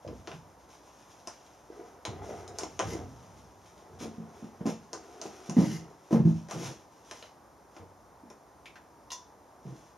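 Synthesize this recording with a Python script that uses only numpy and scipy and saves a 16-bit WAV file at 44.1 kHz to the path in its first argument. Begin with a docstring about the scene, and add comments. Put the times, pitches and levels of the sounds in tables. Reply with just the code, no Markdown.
"""In a small workshop, a rubber V-belt is worked by hand onto the stepped pulleys of a milling machine.
The pulley is turned on rumbling bearings, the belt dragging in its groove by stick-slip friction.
The belt scrapes over a flange and thumps home, exciting the modes of the machine head.
Hands and sleeves brush the metal, loose parts click, a struck lever rings near the end,
and something whirs steadily in the room."""
import sys
import numpy as np
from scipy import signal
from scipy.fft import rfft, irfft, next_fast_len
from scipy.io import wavfile

SR = 44100
rng = np.random.default_rng(int(sys.argv[2]) if len(sys.argv) > 2 else 0)


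def digitize_waveform(pressure):
    """Quantize a signal to 16-bit integers and store it at the path in sys.argv[1].

    Rows of a 2-D input are taken as channels; values are limited to [-1, 1].
    """
    field = np.atleast_2d(pressure).T
    bounded = np.clip(field, -1, 1)
    quanta = np.round(bounded * 32767).astype(np.int16)
    wavfile.write(sys.argv[1], SR, quanta)


N = 439677
TIME = np.arange(N) / SR
SHORT = TIME[:SR // 5]
HANDS_OFF_S = 7.3  # light touching and faint ticks end here


def undb(db):
    """Amplitude ratio of a level in decibels."""
    return 10 ** (np.asarray(db) / 20)


def unit(x):
    """Normalisation to rms 1."""
    return x / np.sqrt(np.mean(x ** 2))


def at_hz(hz, points):
    """Interpolation of (frequency_hz, value) points on a logarithmic frequency axis."""
    point_hz, value = np.transpose(points)
    return np.interp(np.log(hz + 1), np.log(point_hz), value)


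def colour(x, points):
    """Minimum-phase filter through (frequency_hz, gain_db) points, made by folding the cepstrum."""
    size = 8192
    gain = undb(at_hz(np.fft.rfftfreq(size, 1 / SR), points))
    cepstrum = irfft(np.log(gain))
    cepstrum[1:size // 2] *= 2
    cepstrum[size // 2 + 1:] = 0
    return signal.oaconvolve(x, irfft(np.exp(rfft(cepstrum))))[:len(x)]


def band(x, lo_hz, hi_hz):
    """Maximally flat band-pass filter."""
    sections = signal.butter(2, [lo_hz, hi_hz], "band", fs=SR, output="sos")
    return signal.sosfilt(sections, x + 1e-18)


def resonate(x, hz, width_hz):
    """Second-order resonance with gain 1 at its centre."""
    return signal.lfilter(*signal.iirpeak(hz, hz / width_hz, SR), x + 1e-18)


def ring(force, modes):
    """Modal superposition: each mode's bandwidth is inversely proportional to its decay time."""
    return sum(undb(db) * resonate(force, hz, np.log(1000) / np.pi / t60) for hz, db, t60 in modes)


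def add(track, start_s, sound):
    """Superposition of a sound on a track."""
    i = int(start_s * SR)
    track[i:i + len(sound)] += sound[:N - i]


def wander(rate_hz):
    """Slow random modulation: straight lines between normally distributed values."""
    steps = np.arange(0, N / SR + 1, 1 / rate_hz)
    return np.interp(TIME, steps, rng.standard_normal(len(steps)))


def friction(slips_per_s, spread_db, hiss):
    """Stick-slip friction: random impulses of unequal size over a smooth hiss."""
    slips = (rng.random(N) < slips_per_s / SR) * rng.standard_normal(N)
    slips *= undb(spread_db * rng.standard_normal(N))
    return unit(unit(slips) + hiss * rng.standard_normal(N))


def contact(decay_s):
    """Impact noise: an exponentially decaying burst with the energy of 20 ms at rms 1."""
    burst = rng.standard_normal(len(SHORT)) * np.exp(-SHORT / decay_s)
    return burst * np.sqrt(SR / 50 / np.sum(burst ** 2))


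def strokes(rows, attack_s, release_s, arch_db):
    """Amplitude envelope of hand movements: each sets in, presses hardest midway and dies away."""
    gain = np.zeros(N)
    for start_s, length_s, db in rows:
        t = TIME[:int((length_s + 10 * release_s) * SR)]
        arch = undb(db - arch_db * (2 * np.minimum(t / length_s, 1) - 1) ** 2)
        release = np.exp(-np.maximum(t - length_s, 0) / release_s)
        add(gain, start_s, arch * np.minimum(t / attack_s, 1) * release)
    return gain


# Stereo width: frequency_hz, side_gain_db
SIDE_SPECTRUM = [(60, -19.5), (250, -13.5), (500, -15.5), (1000, -11), (2000, -8), (5500, -12), (8000, 4.5),
                 (13000, -1)]
def stereo(mid, side):
    """Spatial coherence: two close microphones agree in the bass and differ more in the treble."""
    side = colour(side, SIDE_SPECTRUM)
    return np.array([mid + side, mid - side])


# Spectrum of the air noise: frequency_hz, gain_db
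WHIR_SPECTRUM = [(20, -17), (40, -11), (58, -3.5), (90, -6), (170, -8), (310, -4), (480, -5), (650, -3),
                 (950, -2), (1400, -12), (2800, -26), (6000, -26), (11000, -24), (15000, -25.5)]
def whir(level_db=-58):
    """Nearly stationary broadband air noise, like that of a small cooling fan."""
    mid, side = (unit(colour(rng.standard_normal(N), WHIR_SPECTRUM)) for _ in range(2))
    return stereo(mid, side) * undb(level_db + .5 * wander(4.5))


# Spectrum of skin and cloth on metal: frequency_hz, gain_db
BRUSH_SPECTRUM = [(200, -9.5), (700, 11.5), (1300, 8), (2000, 5.5), (3500, 6.5), (4500, 2), (6000, 6.5),
                  (11500, -0.5), (15000, -13)]
# Sweeps of a hand or sleeve: start_s, length_s, level_db
HAND_SWEEPS = [(.27, 0.096, -56), (.68, 0.13, -57.5), (2.22, 0.21, -53.5), (2.54, 0.27, -54),
               (2.83, .13, -47.5), (3.6, 0.19, -62), (3.985, 0.061, -45.5), (4.33, .14, -57.5),
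               (4.65, 0.053, -42.5), (4.95, 0.3, -61), (5.22, 0.56, -54), (5.6, 0.12, -47.5),
               (6.1, .06, -49), (6.24, 0.14, -54.5), (6.49, 0.22, -43), (7.04, .21, -56.5),
               (7.71, 0.08, -62), (9.62, 0.29, -61)]
def brushing(gain_db=-4, uneven_db=3.1):
    """Sliding friction of hands and sleeves: sweeps and a light, wandering touch add in power."""
    grain = unit(colour(friction(slips_per_s=1300, spread_db=1.5, hiss=0.76), BRUSH_SPECTRUM))
    touch = undb(-65.5 - 3 * wander(3.9)) * (TIME < HANDS_OFF_S)
    sweeps = strokes(HAND_SWEEPS, attack_s=0.0097, release_s=0.021, arch_db=4)
    return grain * np.hypot(touch, sweeps) * undb(uneven_db * wander(30) + gain_db)


# Spectrum of the bearings: frequency_hz, gain_db
BEARING_SPECTRUM = [(25, -23.5), (50, -53), (64, 7.5), (78, -11.5), (94, 11.5), (110, -2), (150, -1.5),
                    (280, -7.5), (500, -42), (2000, -40.5)]
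# Turns of the spindle: start_s, level_db, fade_db_per_s
SPINDLE_TURNS = [(.03, -49, 38), (2.05, -50.5, 13), (2.82, -45, 33), (3.88, -54.5, 32), (6.15, -51, 50)]
def spindle(attack_s=0.069):
    """Bearing rumble builds quickly at each turn and decays exponentially as the pulley coasts."""
    envelope = np.zeros(N)
    for start_s, db, fade_db_per_s in SPINDLE_TURNS:
        add(envelope, start_s, np.minimum(TIME / attack_s, 1) * undb(db - fade_db_per_s * TIME))
    return unit(colour(rng.standard_normal(N), BEARING_SPECTRUM)) * envelope


def judder(length_s, count=12, period_s=0.017, sag_octaves_per_s=3.1):
    """Relaxation oscillation: a slap, then fading, uneven slips whose pitch sags as the belt slackens."""
    gap, size_db, pitch = rng.standard_normal((count, 3)).T
    after_slap = np.arange(count) > 0
    delay_s = np.cumsum(after_slap * period_s * np.exp(0.15 * gap))
    gain = np.exp(-(delay_s / length_s) ** 2) * undb(after_slap * size_db)
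    pitch_ratio = 2 ** (-sag_octaves_per_s * delay_s) * np.exp(after_slap * 0.11 * pitch)
    return zip(delay_s, gain, pitch_ratio)


# Modes of the machine head and belt guard: frequency_hz, gain_db, t60_s
HEAD_MODES = [(64, -20, 1.2), (95, 3.5, 0.94), (138.9, 4.5, 0.27), (165, 3, 0.37), (221, 5, 0.33),
              (263.3, 2, 0.18), (316, 5, 0.37), (473.3, 4, 0.25), (596, 1, 0.24), (675, -1, 0.58),
              (913, 1.5, 0.44)]
# Spectrum of the rattling guard: frequency_hz, gain_db
GUARD_SPECTRUM = [(45, -49.5), (120, -10), (320, -2.5), (500, -6.5), (900, -11), (1400, -25), (6000, -42)]
# Slaps of the belt: start_s, level_db, pitch_hz, rattle_offset_db, judder_s
BELT_SLAPS = [(0.048, -34.5, 566, -9.5, 0.077), (0.333, -45, 159, -17, 0.038), (1.7, -38.5, 403, -13, .005),
              (1.793, -37.5, 398, -12, .035), (2.076, -37.5, 99.4, -3.5, 0.018),
              (2.291, -31.5, 570, -11, 0.023), (2.631, -34, 370, -5, .01), (2.84, -36.5, 101, -2, 0.079),
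              (2.92, -37, 372, -0.5, 0.11), (4.006, -38.5, 254, 0.5, 0.063),
              (4.179, -36.5, 220, -19, 0.041), (4.422, -37.5, 233, -7, 0.034),
              (4.606, -33.5, 194, -3, 0.0083), (4.654, -23.5, 234, -5.5, .035),
              (5.253, -36, 380, 2.5, 0.011), (5.489, -32, 203, -7.5, 0.031),
              (5.566, -14, 239, -11.5, 0.053), (5.67, -33, 187, -27.5, 0.091),
              (6.107, -27, 309, -1.5, 0.025), (6.125, -17.5, 214, -8.5, 0.044),
              (6.195, -20, 174, -21, .005), (6.249, -17, 165, -18, 0.038), (6.528, -43, 176, 3.5, 0.19),
              (7.792, -51, 95, 8, 0.022), (8.233, -45.5, 280, -16, 0.042), (9.65, -41, 183, -5.5, 0.074)]
def belt_thumps(swell_cycles=1.355, rattle_attack_s=0.0034, rattle_decay_s=0.014):
    """Forced vibration: each slip swings the belt a few cycles, rattles the guard and rings the head."""
    swing, shake = np.zeros((2, N))
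    jolt = np.minimum(SHORT / rattle_attack_s, 1) * np.exp(-SHORT / rattle_decay_s)
    for start_s, db, pitch_hz, rattle_db, judder_s in BELT_SLAPS:
        for delay_s, gain, pitch_ratio in judder(judder_s):
            hz = pitch_hz * pitch_ratio
            phase = 2 * np.pi * hz * SHORT
            age = SHORT * hz / swell_cycles
            swell = (age * np.exp(1 - age)) ** 2
            # rubber damps the octave of a fast swing more than that of a slow one
            octave = undb(-12) * min(1, 180 / hz) ** 3 * np.sin(2 * phase)
            add(swing, start_s + delay_s, gain * undb(db) * swell * (octave - np.sin(phase)))
            add(shake, start_s + delay_s, gain * undb(db + rattle_db) * jolt)
            if gain < .02:
                break
    rattle = undb(-4) * shake * unit(colour(rng.standard_normal(N), GUARD_SPECTRUM))
    return undb(-2) * swing + ring(swing + rattle, HEAD_MODES), rattle


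# Knocks of metal parts and fingernails: start_s, level_db, body_offset_db, edge_offset_db, clack_hz
HARD_CONTACTS = [(0.077, -49.5, 1, -19, 3380), (0.2734, -36.5, -3.5, -17, 2600),
                 (0.3161, -43, -2, -22, 2600), (1.273, -41.5, 0, 5, 3500), (2.0519, -28.5, -8, -22, 3520),
                 (2.4784, -49, -22, 6.5, 3200), (2.586, -37, -2, 6, 3600), (2.608, -41.5, -3.5, -8, 3000),
                 (2.6337, -37.5, -3.5, -6, 3370), (2.7922, -32.5, 0.5, -2.5, 3000),
                 (2.798, -28, -2, -14, 2040), (2.9337, -54, 2, 12.5, 3500), (4.665, -43, 2.5, 0.5, 3200),
                 (4.9313, -39, -0.5, 2.5, 3000), (5.2151, -41, -1.5, 3, 3000),
                 (5.4967, -41.5, -1, 3.5, 3220), (6.128, -43, 3.5, -4, 2600), (6.4862, -50.5, 5, 0, 2800),
                 (6.5106, -41, 4.5, 3.5, 2800), (7.1116, -35.5, -10, -6.5, 2100),
                 (7.226, -37, -13.5, -18, 2000), (7.7652, -48, 2, -13, 2200), (8.3014, -55, 6.5, 4.5, 2600)]
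def knocks(body_s=0.017, crackle_s=0.0021, band_ratio=1.72):
    """Brief impacts have broad spectra, heard in three bands: hollow body, clack and bright edge."""
    body, clack, edge = np.zeros((3, N))
    snap = undb(14) * (SHORT == 0)
    for start_s, db, body_db, edge_db, hz in HARD_CONTACTS:
        add(body, start_s, undb(db + body_db + 13) * contact(body_s))
        blow = snap + contact(crackle_s)
        add(clack, start_s, undb(db - 3) * band(blow, hz / band_ratio, hz * band_ratio))
        add(edge, start_s, undb(db + edge_db - 1) * (2 * snap + contact(crackle_s)))
    return band(body, 317, 1040) + clack + band(edge, 4820, 8680)


def small_ticks(ticks_per_s=4, spread_db=3):
    """Shot noise: nails and grit tick faintly at random times while the hands are at work."""
    ticks = np.zeros(N)
    count = int(ticks_per_s * HANDS_OFF_S)
    for start_s, size in zip(rng.uniform(0, HANDS_OFF_S, count), rng.standard_normal(count)):
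        add(ticks, start_s, undb(-63.5 - spread_db * size) * contact(decay_s=0.0027))
    return band(ticks, 2500, 8300)


# Resonances of the pulley: frequency_hz, bandwidth_hz, gain_db
PULLEY_RESONANCES = [(404, 92, 0), (700, 56, -3), (1230, 60, -13), (1930, 90, -18)]
# Pushes that turn the pulley: start_s, length_s, level_db
PULLEY_PUSHES = [(1.7, 0.25, -54), (2.06, 0.5, -46), (2.79, 0.21, -49.5), (3.75, 0.91, -57), (4.9, 1, -53)]
def belt_drag():
    """Stick-slip excitation: rubber dragging in the groove drives the pulley's resonances."""
    slips = friction(slips_per_s=400, spread_db=3, hiss=0.74)
    pulley = sum(undb(db) * resonate(slips, hz, width) for hz, width, db in PULLEY_RESONANCES)
    pressure = strokes(PULLEY_PUSHES, attack_s=0.029, release_s=0.14, arch_db=3.5)
    return unit(band(pulley, 243, 1800)) * pressure


# Resonances of the flange: frequency_hz, bandwidth_hz, gain_db
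FLANGE_RESONANCES = [(2040, 180, 13), (2920, 120, 10), (5200, 2900, 4), (10450, 780, 1)]
# Passes of the belt's edge over the flange: start_s, length_s, level_db
FLANGE_SCRAPES = [(1.7, .22, -68), (2.86, 0.069, -46), (5.555, 0.21, -47), (7.09, .17, -62)]
def belt_scrape(gain_db=-3):
    """Frictional excitation: dense slips of the taut belt make the flange sing thinly."""
    slips = friction(slips_per_s=2200, spread_db=4, hiss=0.54)
    flange = sum(undb(db) * resonate(slips, hz, width) for hz, width, db in FLANGE_RESONANCES)
    pressure = strokes(FLANGE_SCRAPES, attack_s=0.011, release_s=0.013, arch_db=1)
    return unit(flange) * pressure * undb(gain_db)


# Modes of the lever: frequency_hz, gain_db, t60_s
LEVER_MODES = [(985, 10, 0.42), (1044, 9, 0.35), (1920, -5, 0.14), (2800, -1, 0.14), (3500, 1.5, 0.3),
               (4280, -1, 0.19), (5560, -1, 0.24), (6060, -13, .18)]
# Strikes of the lever on its stop: start_s, level_db, ring_offset_db, tick_hz
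LEVER_STRIKES = [(8.657, -41, -12, 2430), (8.756, -43, -6, 1600), (9.104, -38.5, -2, 3670),
                 (9.118, -37.5, 7, 6100)]
def lever(tick_q=5):
    """Free vibration: a steel lever ticks on its stop and rings; brighter contacts hiss more."""
    ticks, force = np.zeros((2, N))
    brightest_hz = max(row[-1] for row in LEVER_STRIKES)
    for start_s, db, ring_db, hz in LEVER_STRIKES:
        blow = undb(db) * contact(decay_s=0.012)
        hiss = undb(-11) * hz / brightest_hz * blow
        add(ticks, start_s, undb(7) * resonate(blow, hz, hz / tick_q) + hiss)
        add(force, start_s, undb(db + ring_db + 41) * (SHORT == 0))
    return band(ticks, 570, 15000), ring(force, LEVER_MODES)


def early_reflections(x, decay_s=0.025, gap_s=0.0028):
    """Convolution with short echo paths off the guard, the machine and the wall behind it."""
    t = TIME[:SR // 10]
    paths = rng.standard_normal((2, len(t))) * np.exp(-t / decay_s) * (t > gap_s)
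    return stereo(*(signal.oaconvolve(x, h / np.sqrt(np.sum(h ** 2)))[:N] for h in paths))


# Reverberation time of the workshop: frequency_hz, t60_s
WORKSHOP_DECAY = [(150, 0.52), (500, 0.2), (2000, 0.37), (6000, 0.37), (14000, 0.067)]
def reverberation(x, frame_samples):
    """Diffuse field: each band stores energy and releases it exponentially, with random phase."""
    hop = frame_samples // 2
    hz, _, spectra = signal.stft(x, SR, nperseg=frame_samples)
    retention = np.exp(-2 * np.log(1000) * hop / SR / at_hz(hz, WORKSHOP_DECAY))
    received = np.abs(spectra) ** 2 + 1e-24
    stored = [signal.lfilter([0, 1 - k], [1, -k], row) for k, row in zip(retention, received)]
    fields = []
    for _ in range(2):
        scatter = rng.standard_normal(spectra.shape) + 1j * rng.standard_normal(spectra.shape)
        fields.append(signal.istft(np.sqrt(stored) * scatter, SR, nperseg=frame_samples)[1][:N])
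    return stereo(*fields)


# Phase of the left microphone relative to the right: frequency_hz, lead_rad
LEFT_LEAD = [(20, .7), (60, 0.6), (170, 0.3), (300, .3), (500, 0.31), (800, 0.7), (1300, 0.5),
             (2200, -0.37), (4000, -0.2)]
def arrival_phase(pair):
    """Interchannel phase: sound reaches the two microphones slightly out of step."""
    size = next_fast_len(N)
    lead = at_hz(np.fft.rfftfreq(size, 1 / SR), LEFT_LEAD)
    return irfft(rfft(pair, size) * np.exp(.5j * np.array([lead, -lead])), size)[:, :N]


def scene():
    """Superposition of direct sound from within arm's reach, early reflections and reverberation."""
    thumps, rattle = belt_thumps()
    lever_ticks, clink = lever()
    hits = knocks() + lever_ticks + small_ticks()
    drag = belt_drag()
    rubs = belt_scrape() + brushing() + rattle
    early = undb(-5) * early_reflections(hits + rubs + undb(-7) * thumps)
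    # short frames answer the knocks at once; long frames answer later
    bright = undb(-7) * reverberation(hits, frame_samples=256)
    late = reverberation(undb(-16) * thumps + undb(-5) * (rubs + drag), frame_samples=1024)
    low = undb([[-.5], [.6]]) * (thumps + spindle())  # left and right gains
    high = undb([[-1.6], [-3]]) * (hits + clink + rubs + drag)
    return arrival_phase(low + high + early + bright + late + whir())


# Response of the microphone: frequency_hz, gain_db
MIC_RESPONSE = [(25, -25), (60, 3.5), (4600, -1), (5400, 4), (6700, 2), (7300, -5), (7800, -13), (8500, -6),
                (12000, -6.5), (15000, -13.5)]
def record(dry, cutoff_hz=15450):
    """Transducer response: a presence peak, a notch above it and a steep treble cut."""
    low_pass = signal.ellip(10, .2, 80, cutoff_hz, fs=SR, output="sos")
    return signal.sosfilt(low_pass, [colour(x, MIC_RESPONSE) for x in dry])


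dry = scene()
out = record(dry)
digitize_waveform(out)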